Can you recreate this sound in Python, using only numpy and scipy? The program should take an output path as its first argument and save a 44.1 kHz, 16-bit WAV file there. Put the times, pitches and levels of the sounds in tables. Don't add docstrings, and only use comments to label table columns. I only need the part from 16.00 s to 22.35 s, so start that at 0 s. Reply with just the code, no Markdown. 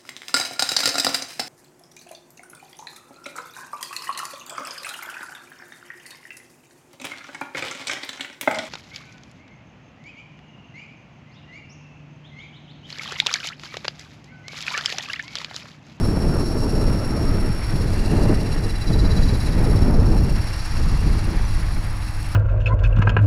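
import sys
import numpy as np
from scipy import signal
from scipy.fft import rfft, irfft, next_fast_len
from scipy.io import wavfile
from scipy.ndimage import uniform_filter1d

SR = 44100
rng = np.random.default_rng(int(sys.argv[2]) if len(sys.argv) > 2 else 0)


def output_pcm(signal):
    pcm = np.clip(np.atleast_2d(signal).T, -1, 1) * 32767
    wavfile.write(sys.argv[1], SR, np.round(pcm).astype(np.int16))


N = 280035

# time in seconds, relative level in dB.
AIR_LEVEL = [(0.0, -45.5), (0.6, -46.5), (1.5, -41), (2.4, -43), (3.2, -40.5), (5.2, -40), (6.35, -43)]
# frequency in Hz, relative density in dB per Hz.
AIR_COLOUR = [(380, -14), (520, -2.5), (760, 0), (870, 2), (1100, -0.5), (1900, -0.5), (2400, -4),
              (2800, -9.5), (3100, -12), (3700, -12), (5000, -33)]

# time in seconds, centre frequency in Hz, level in dB.
SWISH = [(0, 1500, -54), (1.3, 1241, -43), (1.8, 1485, -51), (2.3, 1936, -50), (3.3, 1800, -49),
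         (4.0, 1728, -65), (4.8, 1158, -46), (5.6, 1080, -50), (6.35, 1193, -53)]

# start in seconds, hold in seconds, relative level in dB,
# brightness in dB per octave.
GUSTS = [(-0.07, 0.48, -24.5, -2.1), (0.53, 0.15, -27.5, -2), (0.757, 0.19, -23.5, -3),
         (1.05, 0.17, -29, -1.2), (1.213, 0.28, -27, -4), (1.738, 0.31, -27, -4), (2.138, 0.2, -22.5, -1.5),
         (2.462, 0.19, -29, -3), (2.908, 0.41, -23.5, -5.5), (3.466, 0.12, -25, -5.5),
         (3.643, 0.56, -21.5, -4.5), (4.227, 0.16, -30, -8), (4.79, 0.13, -27.5, -9.5),
         (5.055, 0.083, -26, -7.5), (5.292, 0.011, -28, -6), (5.382, 0.03, -37.5, -14.5),
         (5.567, 0.04, -33.5, -11.5), (5.755, 0.018, -33, -8)]
# frequency in Hz, density in dB per Hz against the level of the gust.
WIND_COLOUR = [(20, -13), (45, -19.5), (80, -20.5), (120, -19.5), (190, -21), (270, -22.5), (370, -24.5),
               (520, -30.5), (800, -37.5), (1200, -43.5), (2000, -50), (3000, -82)]
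GUST_ATTACK_S, GUST_RELEASE_S = 0.063, 0.11
BREEZE_DB, BREEZE_DB_PER_OCTAVE = -40, -11.4
TILT_LOW_HZ, TILT_PIVOT_HZ, TILT_HIGH_HZ = 61, 156.4, 375

# start in seconds, hold in seconds, level in dB.
BITES = [(3.4, 1.15, -59)]
# frequency in Hz, relative density in dB per Hz.
BLADE_HISS = [(9000, -2), (11000, 3), (12000, -3), (13800, 0), (15500, -9)]
BLADE_BASE_DB = -61.5
BLADE_PLACE, BLADE_WIDTH = -.13, 0.063

# centre in seconds, frequency in Hz, Gaussian spread in seconds, peak level in dB.
SQUEAKS = [(5.39, 5950, .006, -50), (5.42, 5980, 0.0052, -51), (5.458, 5900, 0.006, -42.5)]

# time in seconds, speed in turns per second.
SPEED = [(0.0, 16.82), (0.85, 17.0), (1.67, 16.9), (2.15, 17.05), (3.0, 17.0), (3.6, 16.78), (4.0, 16.79),
         (4.34, 16.92), (5.1, 16.91), (5.9, 16.63), (6.35, 16.77)]
START_TURN = .13
# time in seconds, relative level of the rasp in dB.
EFFORT = [(0, -48.5), (1.0, -47.5), (1.5, -49), (2.05, -45), (2.7, -46.5), (3.25, -44), (3.8, -47.5),
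          (4.75, -45), (5.5, -47), (6.35, -50.5)]
# time in seconds, relative level in dB.
WHINE_LEVEL = [(0, -40), (1.0, -39), (1.8, -42), (2.03, -53), (2.55, -43), (2.95, -47), (3.5, -48),
               (3.75, -41), (4.7, -44), (5.15, -54), (6.35, -51)]
# multiple of the turn, level in dB.
HUM = [(6, -33), (18.75, -48), (43.7, -59), (48.2, -60), (50, -55.5), (52.7, -62)]
# place in turns, width in turns, relative whine when light in dB,
# relative whine when loaded in dB, relative grind in dB.
CATCHES = [(-.36, 0.06, 5, -1, 3), (-.11, 0.061, 5, 6, 7), (.03, 0.045, -14, 2.5, 2),
           (.14, .055, 2, -15, -30), (.37, 0.031, -2, 7, 8)]
# frequency in Hz, relative density in dB per Hz.
RASP_COLOUR = [(2300, -15), (2750, -11), (3050, -18), (3550, -20), (3750, -13), (4050, -2.5), (4300, -1),
               (4950, -3.5), (5220, -6.5), (5600, -1), (5950, -12), (6200, -14), (6500, -15), (6850, -10),
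               (7500, -21)]
# frequency in Hz, relative density in dB per Hz.
SIZZLE_COLOUR = [(7800, -5), (8200, -4), (8900, -4.5), (9700, -3), (10500, 4), (11000, 5), (11350, -8),
                 (11650, -22), (12600, -11), (13800, -9), (15500, -19)]
# frequency in Hz, relative density in dB per Hz.
SPIT_COLOUR = [(8100, 5.5), (8800, 1), (11000, 8), (11800, -2), (13200, -9), (15500, -18)]
# start in seconds, hold in seconds, relative level in dB.
FLARES = [(3.38, .05, -47), (3.64, .1, -46)]
# start in seconds, hold in seconds, relative level in dB.
GRINDS = [(2.0, .8, -53.5), (4.3, 0.95, -56.5), (5.9, .45, -63)]
# multiple of the turn, relative level in dB.
GRIND_TONES = [(156, -1.5), (163, 3), (483, -6), (492, -4)]
# multiple of the turn, relative level in dB.
SQUEAL_TONES = [(226, -15), (234, -0.5), (253, -15), (259, -19), (283, -8)]
# multiple of the turn, mean level in dB against the effort.
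SIDE_TONES = [(199, -14.5), (283, -20), (350, -16.5), (399, -16.5), (445, -24), (749, -25)]

MESH_TEETH = 324
LOAD_START_S, LOAD_HOLD_S, LOAD_ATTACK_S, LOAD_RELEASE_S = 2.07, 2.1, .45, 0.51
THROB_FREE_DB, THROB_LOADED_DB = 1.5, 2.5
SIZZLE_DB, SIZZLE_FADE_DB_PER_S = -46.5, 0.41
GRIND_BASE_DB = -61.5
SPELL_ATTACK_S, SPELL_RELEASE_S = 0.061, 0.049
SQUEAL_START_S, SQUEAL_HOLD_S, SQUEAL_ATTACK_S, SQUEAL_RELEASE_S = 2.895, 0.29, 0.29, 0.38
SQUEAL_DB, SQUEAL_BASE_DB = -41.5, -56

DIP_START_S, DIP_HOLD_S, DIP_EDGE_S = 3.88, 0.31, 0.098
DRIVE_DIP_DB, AIR_DIP_DB = -1.5, -5
CUTOFF_HZ = 15700


def from_db(db):
    return np.exp(np.asarray(db) * np.log(10) / 20)


def rms_one(x):
    return x / np.sqrt(np.mean(x ** 2) + 1e-20)


def in_time(rows):
    seconds, *columns = np.transpose(rows)
    return [np.interp(np.arange(N) / SR, seconds, column) for column in columns]


def at_hz(points, hz):
    known_hz, db = np.transpose(points)
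    return np.interp(np.log(hz), np.log(known_hz), db)


def drift(rate_hz):
    step = 40
    pole = np.exp(-2 * np.pi * rate_hz * step / SR)
    white = rng.standard_normal(N // step + 2002)
    slow = signal.lfilter([1], [1, -2 * pole, pole * pole], white)[2000:]
    return np.interp(np.arange(N) / step, np.arange(len(slow)), rms_one(slow))


def hiss(colour):
    size = next_fast_len(N)
    hz = np.maximum(np.arange(size // 2 + 1) * SR / size, 1)
    low_skirt = np.minimum(hz / colour[0][0], 1) ** 8
    high_skirt = np.minimum(colour[-1][0] / hz, 1) ** 24
    spectrum = rfft(rng.standard_normal(size)) * from_db(at_hz(colour, hz))
    return rms_one(irfft(spectrum * low_skirt * high_skirt, size)[:N])


def envelope(start, hold, attack, release):
    t = np.arange(N) / SR
    before = np.maximum(start - t, 0)
    after = np.maximum(t - start - hold, 0)
    return np.exp(-before / attack - after / release)


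def spells(rows, base_db):
    power = from_db(base_db) ** 2
    for start, hold, db in rows:
        power = power + (from_db(db) * envelope(start, hold, SPELL_ATTACK_S, SPELL_RELEASE_S)) ** 2
    return np.sqrt(power)


def rotation():
    speed, = in_time(SPEED)
    return speed, START_TURN + np.cumsum(speed) / SR


def bump(turn, place, width):
    distance = (turn - place + .5) % 1 - .5
    return np.exp(-.5 * (distance / width) ** 2)


def swell(turn, depth_db):
    gain = from_db(depth_db * np.cos(2 * np.pi * turn))
    return gain / np.sqrt(np.i0(2 * np.log(from_db(depth_db))))


def evened(gain, speed):
    two_turns = int(2 * SR / speed.mean())
    return gain / np.sqrt(uniform_filter1d(gain ** 2, two_turns) + 1e-12)


def tone(turn, multiple, jitter, jitter_rate):
    phase = 2 * np.pi * multiple * turn + jitter * drift(jitter_rate)
    return np.sqrt(2) * np.sin(phase)


def air(level_db=1.5):
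    air_db, = in_time(AIR_LEVEL)
    return from_db(air_db + level_db + 1.38 * drift(36)) * hiss(AIR_COLOUR)


def rotor_swish(width_hz=130):
    centre_hz, db = in_time(SWISH)
    angle = 2 * np.pi * np.cumsum(centre_hz) / SR
    return from_db(db) * (drift(width_hz) * np.cos(angle) + drift(width_hz) * np.sin(angle))


def wind(eddy_db=1.5, eddy_rate=25, patchy_db=1.5, steady_s=0.138):
    gust_power = np.array([envelope(start, hold, GUST_ATTACK_S, GUST_RELEASE_S) ** 2
                           for start, hold, *_ in GUSTS])
    gust_db, brightness = np.transpose(GUSTS)[2:]
    edges = 14 * 2 ** np.arange(0, 8, .5)
    white, eddies, out = rng.standard_normal((2, N + SR)), drift(eddy_rate), 0
    for k, (low, high) in enumerate(zip(edges, edges[1:])):
        hz = np.sqrt(low * high)
        band_filter = signal.butter(2, [low, high], "band", fs=SR, output="sos")
        band = signal.sosfilt(band_filter, white[k % 2])[SR:]
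        band = band / np.sqrt(uniform_filter1d(band ** 2, int(steady_s * SR)) + 1e-12)
        octaves = np.log2(np.clip(hz, TILT_LOW_HZ, TILT_HIGH_HZ) / TILT_PIVOT_HZ)
        breeze = from_db(BREEZE_DB + BREEZE_DB_PER_OCTAVE * octaves) ** 2
        gusts = from_db(gust_db + brightness * octaves) ** 2 @ gust_power
        lumps_db = eddy_db * min(hz / 400, 1) * eddies + patchy_db * drift(15.0)
        strength = np.sqrt((breeze + gusts) * (high - low))
        out = out + band * strength * from_db(at_hz(WIND_COLOUR, hz) + lumps_db)
    return out


def blades(uneven_db=1.5, uneven_rate=60):
    _, turn = rotation()
    passes = bump(turn, BLADE_PLACE, BLADE_WIDTH) + bump(turn, BLADE_PLACE + .5, BLADE_WIDTH)
    pulses = rms_one(passes * from_db(uneven_db * drift(uneven_rate)))
    return spells(BITES, BLADE_BASE_DB) * pulses * hiss(BLADE_HISS)


def squeaks():
    t = np.arange(N) / SR
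    out = 0
    for centre, hz, spread, db in SQUEAKS:
        burst = np.exp(-.5 * ((t - centre) / spread) ** 2)
        out = out + from_db(db) * burst * np.sqrt(2) * np.sin(2 * np.pi * hz * t)
    return out


def gear_noise(turn, catching, rasp_db, sizzle_db, load):
    pressing = swell(turn, depth_db=THROB_FREE_DB + (THROB_LOADED_DB - THROB_FREE_DB) * load)
    spitting = rms_one(.3 + rms_one(catching))
    rasp = from_db(rasp_db + 2.5) * hiss(RASP_COLOUR) * pressing
    sizzle = from_db(sizzle_db - 3.0) * hiss(SIZZLE_COLOUR) * swell(turn, depth_db=1.0)
    spit = from_db(sizzle_db - 9.0) * hiss(SPIT_COLOUR) * spitting
    return rasp + sizzle + spit


def gear_grind(turn, catching):
    tones = sum(from_db(db) * tone(turn, multiple, jitter=0.71, jitter_rate=58)
                for multiple, db in GRIND_TONES)
    return spells(GRINDS, GRIND_BASE_DB) * rms_one(catching) * tones


def gear_squeal(turn, rasp_db, sizzle_db):
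    spell = envelope(SQUEAL_START_S, SQUEAL_HOLD_S, SQUEAL_ATTACK_S, SQUEAL_RELEASE_S)
    base = from_db(SQUEAL_BASE_DB + rasp_db - rasp_db.max())
    squeal_size = np.hypot(from_db(SQUEAL_DB) * spell, base)
    squeal = sum(from_db(db) * tone(turn, multiple, jitter=0.28, jitter_rate=13)
                 for multiple, db in SQUEAL_TONES)
    side = sum(from_db(db + 2.0 * drift(1.9)) * tone(turn, multiple, jitter=0.85, jitter_rate=28)
               for multiple, db in SIDE_TONES)
    touch = rms_one(bump(turn, place=.03, width=.032) + .08)
    chirp_size = from_db(sizzle_db - 8.5 + 1.4 * drift(3))
    chirp = chirp_size * tone(turn, 2 * MESH_TEETH, jitter=1.0, jitter_rate=59) * touch
    return squeal_size * squeal * swell(turn, depth_db=14.0) + from_db(rasp_db) * side + chirp


def gear_whine(turn, speed, contacts, load, held=1.0):
    whine_db, = in_time(WHINE_LEVEL)
    light_db, loaded_db = np.transpose(CATCHES)[2:4]
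    split = np.clip(0.39 + 0.72 * load, 0, 1)
    light = held + from_db(light_db) @ contacts
    loaded = from_db(loaded_db) @ contacts
    pulses = (1 - split) * light + split * loaded
    mesh = tone(turn, MESH_TEETH, jitter=0.96, jitter_rate=26)
    return from_db(whine_db - 3.0) * mesh * evened(pulses, speed)


def drive():
    speed, turn = rotation()
    rasp_db, = in_time(EFFORT)
    load = envelope(LOAD_START_S, LOAD_HOLD_S, LOAD_ATTACK_S, LOAD_RELEASE_S)
    fading_db = SIZZLE_DB - SIZZLE_FADE_DB_PER_S * np.arange(N) / SR
    sizzle_db = 20 * np.log10(spells(FLARES, fading_db))
    contacts = np.array([bump(turn, place, width) for place, width, *_ in CATCHES])
    grind_db = np.transpose(CATCHES)[-1]
    catching = from_db(2.1 * drift(9.8)) * (from_db(grind_db) @ contacts)
    hum = sum(from_db(db) * tone(turn, multiple, jitter=0.27, jitter_rate=3.3) for multiple, db in HUM)
    gears = (gear_noise(turn, catching, rasp_db, sizzle_db, load)
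             + gear_whine(turn, speed, contacts, load)
             + gear_squeal(turn, rasp_db, sizzle_db)
             + gear_grind(turn, catching))
    return from_db(1.06 * drift(8.1)) * gears + hum


def scene():
    dip = envelope(DIP_START_S, DIP_HOLD_S, DIP_EDGE_S, DIP_EDGE_S)
    field = from_db(AIR_DIP_DB * dip) * air()
    machine = from_db(DRIVE_DIP_DB * dip) * drive()
    return (field + rotor_swish() + wind() + blades() + squeaks() + machine)[None]


def record(dry):
    rounded = 1.22 * np.tanh(dry / 1.212)
    low_pass = signal.ellip(10, .1, 80, CUTOFF_HZ, fs=SR, output="sos")
    return signal.sosfilt(low_pass, rounded)


dry = scene()
out = record(dry)
output_pcm(out)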